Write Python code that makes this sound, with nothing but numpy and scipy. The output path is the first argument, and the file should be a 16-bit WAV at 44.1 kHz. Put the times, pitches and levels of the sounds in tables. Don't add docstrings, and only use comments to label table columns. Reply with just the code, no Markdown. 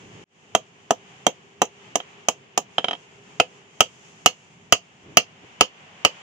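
import sys
import numpy as np
from scipy import signal
from scipy.fft import rfft, irfft, next_fast_len
from scipy.io import wavfile
from scipy.ndimage import uniform_filter1d, map_coordinates

SR = 44100
rng = np.random.default_rng(int(sys.argv[2]) if len(sys.argv) > 2 else 0)


def generate_wav(signal):
    frames = np.transpose(np.atleast_2d(signal))
    scaled = np.clip(frames, -1, 1) * 32767
    pcm = np.round(scaled).astype(np.int16)
    wavfile.write(sys.argv[1], SR, pcm)


N = 274302
T = np.arange(SR // 4) / SR
CLOCK = np.arange(N) / SR


def hammering():
    # (time [s], strength [dB], flatness [0 = blade on edge, 1 = lying flat],
    #  hammer ring [dB], blade slap [dB], clank pitch [Hz])
    blows = [(0.5499, -10.5, .2, -4.5, -9.5, 1245), (0.9072, -9, 0.03, -15.5, -14, 1175),
             (1.2665, -9.5, 0.3, -5.5, -9, 1133), (1.618, -10, 0.32, -16, -9.5, 1212),
             (1.9557, -14.5, 0.24, -9, -5, 1176), (2.2853, -14.5, 0.52, -6, -2.5, 1172),
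             (2.5765, -14, 0.35, -11.5, -4.5, 1175), (3.3996, -10, 0.68, -6.5, -13.5, 1316),
             (3.8059, -9.5, 0.77, 0.5, -5, 1300), (4.26, -10.5, 0.91, -3, -2.5, 1222),
             (4.7239, -11, 0.96, -1, -0.5, 1270), (5.1708, -9, 0.98, -1, -3.5, 1237),
             (5.6092, -10, 0.91, -6.5, -5, 1220), (6.0494, -12.5, 0.96, 1.5, -6.5, 1223)]
    # (time [s], strength [dB])
    bounces = [(2.0017, -34), (2.782, -17.5), (2.8433, -21), (2.884, -23), (2.91, -25), (2.9311, -28),
               (2.951, -42.5)]
    # (time [s], strength [dB])
    chatter = [(1.6355, -36), (1.6531, -38)]
    sounds = [(s, amp(db) * contact(*stroke, crack_db=0)) for s, db, *stroke in blows]
    for s, db in bounces:
        sounds.append((s, amp(db) * contact(0.46, ring_db=5, slap_db=-19, clank_hz=1258, crack_db=-10)))
    sounds += [(s, amp(db) * blade_zing()) for s, db in chatter]
    track = np.zeros((2, N))
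    for s, sound in sounds:
        add(track, s, shed(sound))
    # (frequency [Hz], left minus right [dB])
    balance = [(60, -9.5), (200, 1), (450, 1.5), (750, -1.5), (1200, -2.5), (1800, 1), (2900, -6.5),
               (5000, -2), (8000, -4.5), (13000, -4)]
    pan = lambda hz: amp(np.array([[.5], [-.5]]) * along(balance, hz))
    bass_hz = 55
    return filtered(track, lambda hz: pan(hz) * 1j * hz / (bass_hz + 1j * hz))


def contact(flatness, ring_db, slap_db, clank_hz, crack_db):
    # (frequency [Hz], relative level [dB], t60 [s])
    face = [(1192.5, 3.5, 0.017), (1237, 6, 0.017), (1314.5, -11.5, .034), (1410, -29, 0.044)]
    post = [(2061, -12, .035), (2290, -11, .04), (2420, -13, .04), (2652, -3, .05), (2781, 0, .055),
            (2870, -6, .04), (2967, 0, .055)]
    post_high = [(8390, -3, .05), (9470, 0, .08)]
    head = [(3101, 4, 0.022), (3159, 0, .028), (3243, -13, 0.059), (3820, -20, 0.054), (5250, -24, 0.034)]
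    edge = [(4210, -7, 0.022), (4286, -7, 0.086), (4380, -8.5, 0.021), (4665, -6, 0.015), (4804, 8, 0.017),
            (5115, -4, .05), (4910, -9.5, 0.042), (5515, 3.5, 0.015)]
    ground = [(61.7, -9, 0.036), (110, 2, 0.036), (147, 2.5, 0.02)]
    # (frequency [Hz], relative level [dB])
    crush = [(150, -57), (500, -7), (1000, 4), (1600, 2.5), (2200, 3.5), (3000, -4), (3800, -3),
             (6000, -40), (9000, -51.5), (16000, -72)]
    crack = [(500, -18.5), (2500, 11), (4200, 2.5), (6800, 20), (8200, 4.5), (10000, -3), (12000, -8.5),
             (14000, -2), (16000, -8)]
    face_db = between(-10.5, -1, flatness ** 2)
    post_db, high_db = between(-20, 3.5, flatness), between(-54, -24, flatness)
    edge_db, ground_db = between(-37, -3, flatness), between(-42.5, -17, flatness)
    crush_db = max(post_db, ring_db - 4.5) / 2 - 4.5
    clank = [(hz * clank_hz / face[1][0], db, t60) for hz, db, t60 in face]
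    out = amp(-1.5) * stump_knock(flatness)
    out += amp(face_db) * ring(clank, attack=.0023, scatter_db=0, spread=.51, loose=.79, width_hz=7.3)
    out += amp(post_db) * ring(post, attack=.00075, scatter_db=-2.5, spread=2.06, loose=.89, width_hz=75)
    out += amp(ring_db - 3) * ring(head, attack=.0014, scatter_db=.8, spread=1.3, loose=.97, width_hz=1.3)
    out += amp(edge_db) * ring(edge, attack=.0003, scatter_db=2.5, spread=1.64, loose=2.2, width_hz=90)
    out += amp(high_db) * ring(post_high, attack=.0003, scatter_db=3.5, spread=1.6, loose=2.2, width_hz=25)
    out += amp(slap_db - 3) * blade_zing()
    out += amp(crush_db) * puff(crush, t60=.025, attack=.00021)
    out += amp(crack_db + slap_db) * puff(crack, t60=.029, attack=.00021)
    thud = ring(ground, attack=.0034, scatter_db=2, spread=1.6, loose=.5, width_hz=4)
    add(out, .002, amp(ground_db) * thud)
    return out


def stump_knock(flatness):
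    # (frequency [Hz], relative level [dB], t60 [s])
    wood = [(222.2, -16, 0.053), (293.6, -13.5, 0.049), (435, -12.5, 0.056), (503.8, -23, 0.11),
            (563.3, -5.5, 0.028), (651.6, -2, 0.026), (711.2, 0.5, 0.026), (751, -7, 0.018),
            (828, -11.5, 0.031), (958.6, -10, 0.032)]
    tilt_db = 2.05 + 0.37 * flatness ** 2
    knock = ring(wood, attack=.0023, scatter_db=1.2, spread=.57, loose=.36, width_hz=2, tilt_db=tilt_db)
    radiate_hz = 140
    return filtered(knock, lambda hz: -hz ** 2 / (radiate_hz ** 2 - hz ** 2 + 1j * hz * radiate_hz))


def blade_zing():
    # (frequency [Hz], relative level [dB], t60 [s])
    blade = [(5670, -1, 0.01), (5770, 3, 0.021), (5893, -9.5, 0.01), (6095, 15.5, 0.022),
             (6730, -16.5, 0.072), (6496, 7, 0.039), (6810, -2.5, 0.027), (6480, -10.5, 0.066),
             (6950, 4, 0.034), (7176, -7.5, 0.029), (7190, 0.5, 0.036), (7660, -27.5, .035)]
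    return ring(blade, attack=.00024, scatter_db=1, spread=1.55, loose=2.7, width_hz=70)


def ring(modes, attack, scatter_db, spread, loose, width_hz, tilt_db=0):
    out = np.zeros((2, len(T)))
    for hz, db, t60 in modes:
        size, phase, apart = rng.standard_normal(3)
        drift = np.cumsum(rng.standard_normal(len(T))) * np.sqrt(2 * np.pi * width_hz / SR)
        drift = uniform_filter1d(drift, size=90)
        stereo_phase = np.array([[-1], [1]]) * spread * (1 + .5 * apart) / 2
        angle = 2 * np.pi * hz * T + drift + loose * phase + stereo_phase
        gain = amp(db + scatter_db * size + tilt_db * np.log2(hz))
        out += gain * np.sin(angle) * fade(t60, attack)
    return burst(out)


def puff(spectrum, t60, attack):
    return burst(noise(len(T), spectrum) * fade(t60, attack))


def shed(x, tail_db=-17.5, build_s=0.0074):
    # (frequency [Hz], t60 [s])
    decay = [(100, 0.1), (500, 0.14), (1500, 0.1), (3000, 0.14), (7000, 0.13), (10000, 0.067),
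             (16000, 0.13)]
    # (delay [s], level [dB])
    walls = [(.0085, -29.5), (0.0119, -23), (0.0245, -32)]
    hz, t, bands = signal.stft(noise(len(T), [(100, 0.0057), (16000, 0.012)]), SR, nperseg=256)
    bands = bands * amp(-60 * t / along(decay, hz)[:, None])
    tail = signal.istft(bands, SR, nperseg=256)[1][:, :len(T)]
    tail *= 1 - np.exp(-(T / build_s) ** 2)
    tail /= np.linalg.norm(tail[0])
    out = x + amp(tail_db) * signal.fftconvolve(x, tail, axes=1)[:, :len(T)]
    for delay, db in walls:
        add(out, delay, amp(db) * x)
    return out


def shuffling():
    # (time [s], length [s], level [dB])
    shuffles = [(0.047, 0.041, -54), (0.194, 0.17, -54), (5.097, 0.091, -48), (5.44, 0.015, -45.5)]
    # (frequency [Hz], relative level [dB])
    scuff = [(30, -22.5), (90, 5.5), (190, -0.5), (380, 3.5), (800, -14), (3000, -18.5), (10000, -69.5)]
    swells = sum(amp(db) * np.exp(-2 * ((CLOCK - s) / length) ** 2) for s, length, db in shuffles)
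    return swells * noise(N, scuff)


def yard():
    # (frequency [Hz],
    # relative level [dB])
    air_spectrum = [(18, -54.5), (30, -42), (107, -1.5), (171, 2), (296, -9), (404, -14.5), (497, -11),
                    (567, -14), (774, -10.5), (1480, -15.5), (2990, -11), (3980, -23.5), (6880, -8),
                    (9390, -32), (15000, -48.5)]
    # (time [s], relative midrange level [dB], treble level [dB])
    rush_levels = [(0.6, -60.5, -64.5), (0.93, -60, -66.5), (1.1, -54.5, -60.5), (1.57, -61.5, -67.5),
                   (1.85, -55.5, -62.5), (2.19, -55.5, -64.5), (2.38, -60, -66), (2.63, -59.5, -72),
                   (2.75, -56.5, -60.5), (3.66, -59.5, -63.5), (4.05, -58, -56.5), (4.72, -61.5, -66.5),
                   (6.0, -53.5, -64), (6.2, -50.5, -58)]
    # (time [s], level [dB])
    hum_levels = [(0, -66), (1.4, -60.5), (3.5, -58.5), (4.6, -68)]
    air = noise(N, air_spectrum)
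    rush_db, hiss_db = curves(rush_levels)
    rumble_db, hum_db = -58, curves(hum_levels)[0]
    rumble_hz, hiss_hz, hum_hz, hum_width_hz = 450, 4100, 402, 22
    low = lambda hz: 1 / (1 + (hz / rumble_hz) ** 4)
    high = lambda hz: 1 - 1 / (1 + (hz / hiss_hz) ** 8)
    narrow = lambda hz: 1 / (1 + ((hz - hum_hz) / hum_width_hz) ** 2)
    rumble = amp(rumble_db + 1.5 * wobble(11)) * unit(filtered(air, low))
    rush = amp(rush_db + 6) * unit(filtered(air, lambda hz: 1 - low(hz) - high(hz)))
    hiss = amp(hiss_db + 0.76 * wobble(28)) * unit(filtered(air, high))
    hum = amp(hum_db) * unit(filtered(air, narrow))
    return rumble + rush + hiss + hum


def dip(at_s=0.2402, before_db=4, depth_db=-44, recovery_s=0.064):
    since = np.maximum(CLOCK - at_s, 0)
    db = np.where(CLOCK < at_s, before_db, depth_db * np.exp(-since / recovery_s))
    return uniform_filter1d(amp(db), size=128)


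def noise(size, spectrum):
    # (frequency [Hz], left-right correlation [-1 to 1])
    likeness = [(60, 1), (300, 0.81), (700, 0.4), (1400, -0.41), (3000, 0.072), (15000, -0.2)]
    turn = lambda hz: np.arccos(np.clip(along(likeness, hz), -1, 1)) / 2
    colour = lambda hz: amp(along(spectrum, hz)) * [np.cos(turn(hz)), np.sin(turn(hz))]
    mid, side = filtered(rng.standard_normal((2, size)), colour)
    return unit(np.array([mid + side, mid - side]))


def amp(db):
    return 10 ** (np.asarray(db) / 20)


def unit(x):
    return x / np.sqrt(np.mean(x ** 2) + 1e-20)


def burst(x):
    return x / np.sqrt(np.sum(x ** 2) / 2 / (SR / 100))


def fade(t60, attack):
    return amp(-60 * T / t60) * (1 - np.exp(-T / attack))


def between(start, end, share):
    return start + share * (end - start)


def along(points, hz):
    freqs, values = np.transpose(points)
    return np.interp(np.log(hz + 1), np.log(freqs + 1), values)


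def curves(rows):
    times, *columns = np.transpose(rows)
    return [np.interp(CLOCK, times, column) for column in columns]


def wobble(rate):
    return map_coordinates(rng.standard_normal(int(N * rate / SR) + 4), [CLOCK * rate])


def filtered(x, response):
    n = x.shape[-1]
    padded = next_fast_len(n + 4096)
    return irfft(rfft(x, padded) * response(np.fft.rfftfreq(padded, 1 / SR)), padded)[..., :n]


def add(track, s, x):
    part = track[:, max(round(s * SR), 0):][:, :x.shape[1]]
    part += x[:, :part.shape[1]]


def gain_control(x, duck_db=2, above_db=-32.5, attack_s=0.09, release_s=0.34):
    loud = np.abs(x).max(axis=0) > amp(above_db)
    since_loud = CLOCK - np.maximum.accumulate(np.where(loud, CLOCK, -np.inf))
    pole = np.exp(-1 / (attack_s * SR))
    ducking = signal.lfilter([1 - pole], [1, -pole], np.exp(-since_loud / release_s))
    return x * amp(-duck_db * ducking)


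def scene():
    return hammering() + (yard() + shuffling()) * dip() * amp(0.63 * wobble(14))


def record(dry):
    ceiling, hardness, top_hz = .97, 10, 15800
    held = gain_control(dry)
    clipped = held / (1 + np.abs(held / ceiling) ** hardness) ** (1 / hardness)
    return filtered(clipped, lambda hz: 1 / (1 + (hz / top_hz) ** 120))


dry = scene()
out = record(dry)
generate_wav(out)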